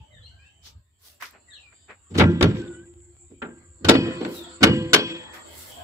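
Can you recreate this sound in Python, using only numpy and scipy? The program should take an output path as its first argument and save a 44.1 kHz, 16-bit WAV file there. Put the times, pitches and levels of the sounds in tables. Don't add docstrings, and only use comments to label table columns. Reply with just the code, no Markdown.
import sys
import numpy as np
from scipy import signal
from scipy.fft import rfft, irfft
from scipy.io import wavfile
from scipy.ndimage import uniform_filter1d

SR = 44100
rng = np.random.default_rng(int(sys.argv[2]) if len(sys.argv) > 2 else 0)


def master_out(mix):
    frames = np.transpose(np.atleast_2d(mix))
    ceiling = np.clip(frames, -1, 1)
    pcm = np.round(ceiling * 32767).astype(np.int16)
    wavfile.write(sys.argv[1], SR, pcm)


N = 257103

INSECT_HZ, INSECT_WIDTH_HZ, RUMBLE_HZ, RUMBLE_WIDTH_HZ = 7538, 895, 77.4, 19
HISS_LO_HZ, HISS_HI_HZ, MURMUR_DB, FAINT_TOP_DB = 478, 4470, -5, -83.5
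TONES_LEFT_DB, TONES_BREATH = 2.5, 0.3
SQUEAK_S, SQUEAK_LENGTH_S, SQUEAK_HZ, SQUEAK_SAG_HZ = 2.57, 0.3, 1620, 160
SQUEAK_DB, SQUEAK_OCTAVE_DB = -52, -9
FAINT_RINGS_DB, FAINT_RINGS_T60_S = -39, 0.41
UNEVEN_DB, FLUTTER_DB = 4.5, 3.5
SHOULDER_SHARE, DULL_SHARE = 0.41, 0.24
RELEASE_S, SAG_PER_S, SAG_BELOW_HZ = 3.83, 0.02505, 600
HARD_PUSH_MS, SOFT_PUSH_MS, SOFT_BELOW_DB, SOFT_SPAN_DB = 0.48, 23, -9.5, 0.5
LONG_RING_DB, LONG_RING_T60_S, LONG_RING_TOP_HZ = -30.5, 0.9, 4500
LEFT_LAG_MS = 0.15
BASS_CUT_HZ, TOP_HZ = 49, 15550


def undb(db):
    return 10 ** (np.asarray(db) / 20)


def unit(x):
    return x / np.sqrt(np.mean(x ** 2))


def band(x, lo_hz, hi_hz, order=2):
    sos = signal.butter(order, [lo_hz, hi_hz], "band", fs=SR, output="sos")
    return unit(signal.sosfilt(sos, x))


def walk(rate):
    hold = int(SR / rate)
    steps = np.repeat(rng.standard_normal(N // hold + 1), hold)
    smooth = uniform_filter1d(uniform_filter1d(steps, hold), hold)
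    return unit(smooth[:N])


def curve(rows):
    return np.interp(np.arange(N) / SR, *np.transpose(rows))


def pair(noise, alike):
    alike = np.clip(alike, 0, 1)
    shared = np.sqrt((1 + alike) / 2) * noise[0]
    opposed = np.sqrt((1 - alike) / 2) * noise[1]
    return shared + opposed * np.array([[1], [-1]])


def air():
    # time_s, level_db
    rumble_rows = [(0, -35.5), (.07, -67), (.15, -46.5), (.32, -51), (.55, -61.5), (.79, -47), (.83, -67),
                   (2.05, -63), (2.5, -52.5), (5.2, -60), (5.83, -50.5)]
    # time_s, level_db
    insect_rows = [(0, -70.5), (.6, -69.5), (.85, -79), (1.3, -67.5), (2.6, -58), (3.5, -59.5),
                   (4.1, -53.5), (5.83, -55.5)]
    # time_s, level_db
    hiss_rows = [(0, -66), (.79, -69.5), (.84, -79), (1.3, -66.5), (2.05, -67.5), (2.5, -60), (2.9, -72.5),
                 (3.8, -69), (4.0, -42.5), (4.55, -54.5), (5.83, -47.5)]
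    noise = rng.standard_normal((3, 2, N))

    rumble = band(noise[0], RUMBLE_HZ - RUMBLE_WIDTH_HZ / 2, RUMBLE_HZ + RUMBLE_WIDTH_HZ / 2, order=1)
    rumble = pair(band(rumble, 25, 140), 0.93)
    insects = band(noise[1], INSECT_HZ - INSECT_WIDTH_HZ / 2, INSECT_HZ + INSECT_WIDTH_HZ / 2, order=3)
    insects = pair(insects, 0.36)

    hiss = undb(MURMUR_DB + 2.2 * walk(13)) * band(noise[2], 200, HISS_LO_HZ)
    edges_hz = np.geomspace(HISS_LO_HZ, HISS_HI_HZ, 17)
    for lo_hz, hi_hz in zip(edges_hz, edges_hz[1:]):
        hiss = hiss + undb(-9 + 5 * walk(12)) * band(noise[2], lo_hz, hi_hz)

    out = undb(curve(rumble_rows) + 0.72 * walk(9.4)) * rumble
    out = out + undb(curve(insect_rows) + 2.8 * walk(35)) * insects
    out = out + undb(curve(hiss_rows)) * pair(hiss, 0.029)
    return out + undb(FAINT_TOP_DB) * band(noise[2], 8500, 20000)


def birds_and_insect_tone():
    # start_s, length_s, first_hz, last_hz, level_db
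    notes = [(0, 0.68, 3050, 3057, -69), (0, 0.05, 880, 870, -65.5), (0.104, 0.09, 2115, 1640, -63.5),
             (0.121, 0.13, 3860, 3180, -64.5), (0.222, 0.052, 3890, 4370, -56.5),
             (0.258, 0.045, 2720, 3220, -58.5), (0.308, 0.17, 1530, 1672, -69),
             (0.387, 0.1, 2360, 2770, -65), (1.473, 0.069, 2030, 1616, -59.5),
             (1.499, 0.1, 3920, 2506, -56), (1.53, 0.035, 4330, 3560, -51), (1.616, 0.073, 2570, 2317, -64),
             (1.713, 0.17, 3050, 3064, -78), (1.727, 0.125, 4630, 4890, -78),
             (4.335, 0.13, 4050, 3210, -51.5)]
    t, out, waver = np.arange(N) / SR, np.zeros(N), walk(120)
    for start, length, first_hz, last_hz, db in notes:
        fade = np.clip(np.minimum(t - start, start + length - t) / 0.0088, 0, 1)
        glide_hz = np.interp(t, [start, start + length], [first_hz, last_hz])
        phase = 2 * np.pi * np.cumsum(glide_hz * (1 + 0.005 * waver)) / SR
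        tone = np.sin(phase) + undb(-22) * np.sin(2 * phase)
        out += np.sqrt(2) * fade * undb(db + 0.99 * waver[::-1]) * tone
    out *= 1 + TONES_BREATH * walk(500)

    tail_s = np.arange(SR // 5) / SR
    tail = rng.standard_normal((2, SR // 5)) * np.exp(-np.log(1000) * tail_s / 0.28)
    smear = signal.fftconvolve(out[None], tail, axes=1)[:, :N]
    sides = undb(TONES_LEFT_DB / 2 * np.array([[1], [-1]]))
    return sides * (out + undb(-24.5) * smear)


def scuffs():
    # start_s, rise_s, fade_s, level_db, brightness (row of the colours, held at 3)
    rubs = [(0.608, 0.06, 0.12, -40.5, 2.3), (0.97, 0.094, 0.24, -40, 2.84), (1.196, 0.014, 0.12, -40, 0.9),
            (1.222, 0.0017, 0.065, -33, 0.84), (1.225, 0.03, 0.16, -44, 1.25),
            (1.311, 0.037, 0.13, -49, 0.043), (1.712, 0.016, 0.07, -53, 0.14),
            (1.873, 0.028, 0.11, -37.5, .2), (2.5, 0.073, 0.16, -53, 1.9), (4.23, 0.13, 0.18, -33.5, 2.9),
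            (5.32, 0.022, 0.16, -43, 0.98), (5.418, 0.18, 0.55, -34, 3.37)]
    # near_400hz_db, near_1500hz_db, near_4khz_db, near_12khz_db
    colours = [(-6.5, -5.5, -49, -51), (-23.5, -0.5, -7, -6), (-18.5, -16.5, 0, -17), (-31, -24.5, -17, -9)]
    # low_hz, high_hz, likeness of the two ports
    regions = [(209, 870, 0.88), (1010, 2450, 0.23), (3060, 6170, 0.033), (7500, 22000, 0.044)]
    t, out = np.arange(N) / SR, 0
    for (lo_hz, hi_hz, alike), colour_db in zip(regions, np.transpose(colours)):
        grain = undb(2.2 * rng.exponential(size=N // 32 + 1).repeat(32)[:N])
        swell = 0
        for start, rise, fade, db, bright in rubs:
            age = t - start - rise
            rising = np.clip(1 + age / rise, 0, 1) ** 2
            dying = np.exp(-np.log(1000) * (np.abs(age) / fade) ** 1.54)
            peak = undb(db + np.interp(bright, range(len(colours)), colour_db))
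            swell = swell + peak * np.where(age < 0, rising, dying)
        noise = band(grain * rng.standard_normal((2, N)), lo_hz, hi_hz, order=3)
        out = out + swell * pair(noise, alike)
    return out


def squeak():
    share = np.clip((np.arange(N) / SR - SQUEAK_S) / SQUEAK_LENGTH_S, 0, 1)
    bow = np.sin(np.pi * share)
    phase = 2 * np.pi * np.cumsum(SQUEAK_HZ - SQUEAK_SAG_HZ * bow + 22 * walk(220)) / SR
    swell = np.minimum(3 * bow, 1) * (1.3 - share) * undb(SQUEAK_DB + 3 * walk(90))
    octave = undb(SQUEAK_OCTAVE_DB) * np.sin(np.pi * share ** 2) ** 8 * np.sin(2 * phase)
    return np.sqrt(2) * swell * (np.sin(phase) + octave)


def blow(rings, colour_db, damping, push, strength, size=32768):
    # pitch_hz for clang, boom, reference, crack, top, shoulder
    colour_hz = np.array([1500, 100, 350, 5000, 15000, 3200])
    # pitch_hz, level_db, t60_s (before damping), rise_s
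    sheet_modes = [(40, -30, 0.2, 0.014), (95.2, -14, 0.72, 0.04), (240, -9.5, 0.52, 0.0037),
                   (640, -16.5, 0.19, 0.011), (2050, -10.5, 0.15, 0.0039), (4440, -6.5, 0.1, 0.0012),
                   (8670, -13, 0.1, 0.00035), (15960, -27.5, 0.12, 0.0014)]
    # pitch_hz, difference_db
    left_more = [(100, -1.06), (1000, 0.5), (2000, 1), (4000, 4.5), (8000, -2.5)]
    t, hz = np.arange(size) / SR, np.fft.rfftfreq(size, 1 / SR)
    order = np.argsort(colour_hz)

    def tint(f):
        return np.interp(np.log(f), np.log(colour_hz[order]), np.array(colour_db)[order])

    def uneven(depth_db, step):
        return undb(depth_db * np.interp(t, t[::step], rng.standard_normal(size // step)))

    flutter = uneven(FLUTTER_DB, 256) * uneven(FLUTTER_DB / 2, 1024)
    out = np.zeros((2, size))
    chances = rng.standard_normal((len(rings), 4))
    for (f, db, t60), (luck, detune, split, turn) in zip(rings, chances):
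        gain = undb(db + tint(f) + 3.0 * luck) * np.exp(-np.log(1000) * damping * t / t60)
        beat_hz = (6 + 0.00511 * f) * (1 + 0.24 * split)
        beat = 1 + 0.43 * np.sin(2 * np.pi * beat_hz * t + np.pi * turn)
        tone = np.sin(2 * np.pi * f * (1 + 0.004 * detune) * t)
        out += gain * beat * uneven(UNEVEN_DB / 2, 2048) * tone

    noise = strength * rfft(rng.standard_normal((2, size)))
    rows = np.transpose(sheet_modes)
    for f in 40 * 2 ** np.arange(0, 8.7, 1 / 3):
        db, t60, rise = (np.interp(np.log(f), np.log(rows[0]), column) for column in rows[1:])
        shape = np.clip(1 - 3 * np.abs(np.log2((hz + 1) / f)), 0, 1)
        fine = unit(irfft(noise * np.sqrt(shape), size))
        onset = 1 - np.exp(-t / max(rise, 1e-4))
        ring = np.exp(-np.log(1000) * damping * t / t60)
        long_gain = undb(LONG_RING_DB) / (1 + (f / LONG_RING_TOP_HZ) ** 4)
        long_ring = long_gain * np.exp(-np.log(1000) * t / LONG_RING_T60_S)
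        long_ring = long_ring * uneven(UNEVEN_DB * min(f / 900, 1), 512)
        shaken = flutter ** min(f / 400, 1)
        ports = pair(fine, 1 - 0.82 * min(f / 900, 1) ** 2)
        out += undb(db + tint(f)) * onset * (ring + long_ring) * shaken * ports

    out *= (1 - np.exp(-t / push)) ** 2
    side_hz, more_db = np.transpose(left_more)
    side_db = np.interp(np.log(hz + 1), np.log(side_hz), more_db)
    lag = np.exp(-2j * np.pi * hz * LEFT_LAG_MS / 1000)
    out[0] = irfft(rfft(out[0]) * undb(side_db) * lag, size)
    return out


def bonnet():
    # start_s, strength_db, then boom_db, clang_db, crack_db above the strength,
    # damping by latch and hand (a factor on the decay rate, at least 0.3)
    blows = [(2.095, -35, 4, -20, -21, 0.39), (2.137, -18.5, -1, -10, -20, 0.54),
             (2.173, -10, -5, -9, -6.5, 1.37), (2.196, -7, -3.5, 1, -22.5, 1.07),
             (2.409, -6, -18.5, -6.5, -26.5, 1.55), (2.425, -11, 3, 0, -9.5, 1.56),
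             (2.549, -21, -40, -56, -37, 0.84), (3.297, -30, -24, -22, -24, 2.23),
             (3.418, -27, -19.5, 3.5, -35, 1.37), (3.447, -30.5, -21.5, -4.5, -38, 1.25),
             (3.801, -29.5, -1, -25, -35.5, 2), (3.845, -19.5, 4, -3.5, -12, 1.08),
             (3.885, -4, -15, -3.5, -10.5, 0.91), (4.198, -12, -36, -17.5, -26, 1.23),
             (4.245, -25.5, -20, -8, -27, 0.86), (4.603, -12.5, -2, -12.5, -23, 0.74),
             (4.629, -8, -9, 2, -5.5, 1.17), (4.932, -10, -24.5, 4, 2, 1.217)]
    # pitch_hz, latched_db, free_db, t60_s (before damping)
    panel_rings = [(90.9, -4, -11.5, 0.43), (170, -12, -10.5, 0.67), (241, -19, -15.5, 0.55),
                   (331.8, -14.5, -10, 0.65), (342, -21, -19.5, 1.34), (353.2, -25, -30.5, 1.4),
                   (459, -15.5, -13.5, 0.3), (516, -31.5, -21, 1.14), (866, -16, -14.5, 0.12),
                   (1013, -48, -34.5, 1.39), (1356, -18, -16, .2), (1390, -16.5, -31, 0.33),
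                   (1485, -12, -6, 0.14), (1593, -29, -27, .9), (1746, -24, -38, 0.31),
                   (1970, -37.5, -34, 1.4), (2495, -35, -25.5, 0.9), (2920, -31, -21, 0.67),
                   (3295, -27, -21, 1), (4183, -34, -27, 0.37), (4340, -26.5, -16, 0.31),
                   (4860, -34, -19.5, 0.38)]
    out = np.zeros((2, N + SR))
    sheet = rng.exponential(size=4097)
    place, size, life = rng.random((3, 36))
    faint_db = FAINT_RINGS_DB + 8 * size
    faint_rings = zip(600 * 10 ** place, faint_db, faint_db, FAINT_RINGS_T60_S * (0.5 + life))
    rings = list(panel_rings) + list(faint_rings)

    for s, db, boom_db, clang_db, crack_db, damping in blows:
        spot = rng.exponential(size=4097)
        strength = undb(np.minimum(2.4 * sheet + 3.4 * spot, 18).repeat(4)[:16385])
        flat = 1 - SAG_PER_S * max(s - RELEASE_S, 0)
        struck = []
        for f, latched_db, free_db, t60 in rings:
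            pitch_hz = f * (flat if f < SAG_BELOW_HZ else 1)
            struck.append((pitch_hz, free_db if s > RELEASE_S else latched_db, t60))
        push_ms = HARD_PUSH_MS + SOFT_PUSH_MS / (1.5 + np.exp((clang_db - SOFT_BELOW_DB) / SOFT_SPAN_DB))
        step_db = crack_db - clang_db
        top_db, shoulder_db = crack_db + DULL_SHARE * step_db, clang_db + SHOULDER_SHARE * step_db
        colour_db = db + np.array([clang_db, boom_db, 0, crack_db, top_db, shoulder_db])
        sound = blow(struck, colour_db, max(damping, 0.3), push_ms / 1000, strength)
        first = int(s * SR)
        out[:, first:first + sound.shape[1]] += sound
    return out[:, :N]


def scene():
    return air() + birds_and_insect_tone() + scuffs() + squeak() + bonnet()


def record(dry):
    bass_cut = signal.butter(2, BASS_CUT_HZ, "high", fs=SR, output="sos")
    top_cut = signal.ellip(10, 0.2, 70, TOP_HZ, fs=SR, output="sos")
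    thin = signal.sosfilt(bass_cut, dry)
    return signal.sosfilt(top_cut, np.clip(thin, -1, 1))


dry = scene()
out = record(dry)
master_out(out)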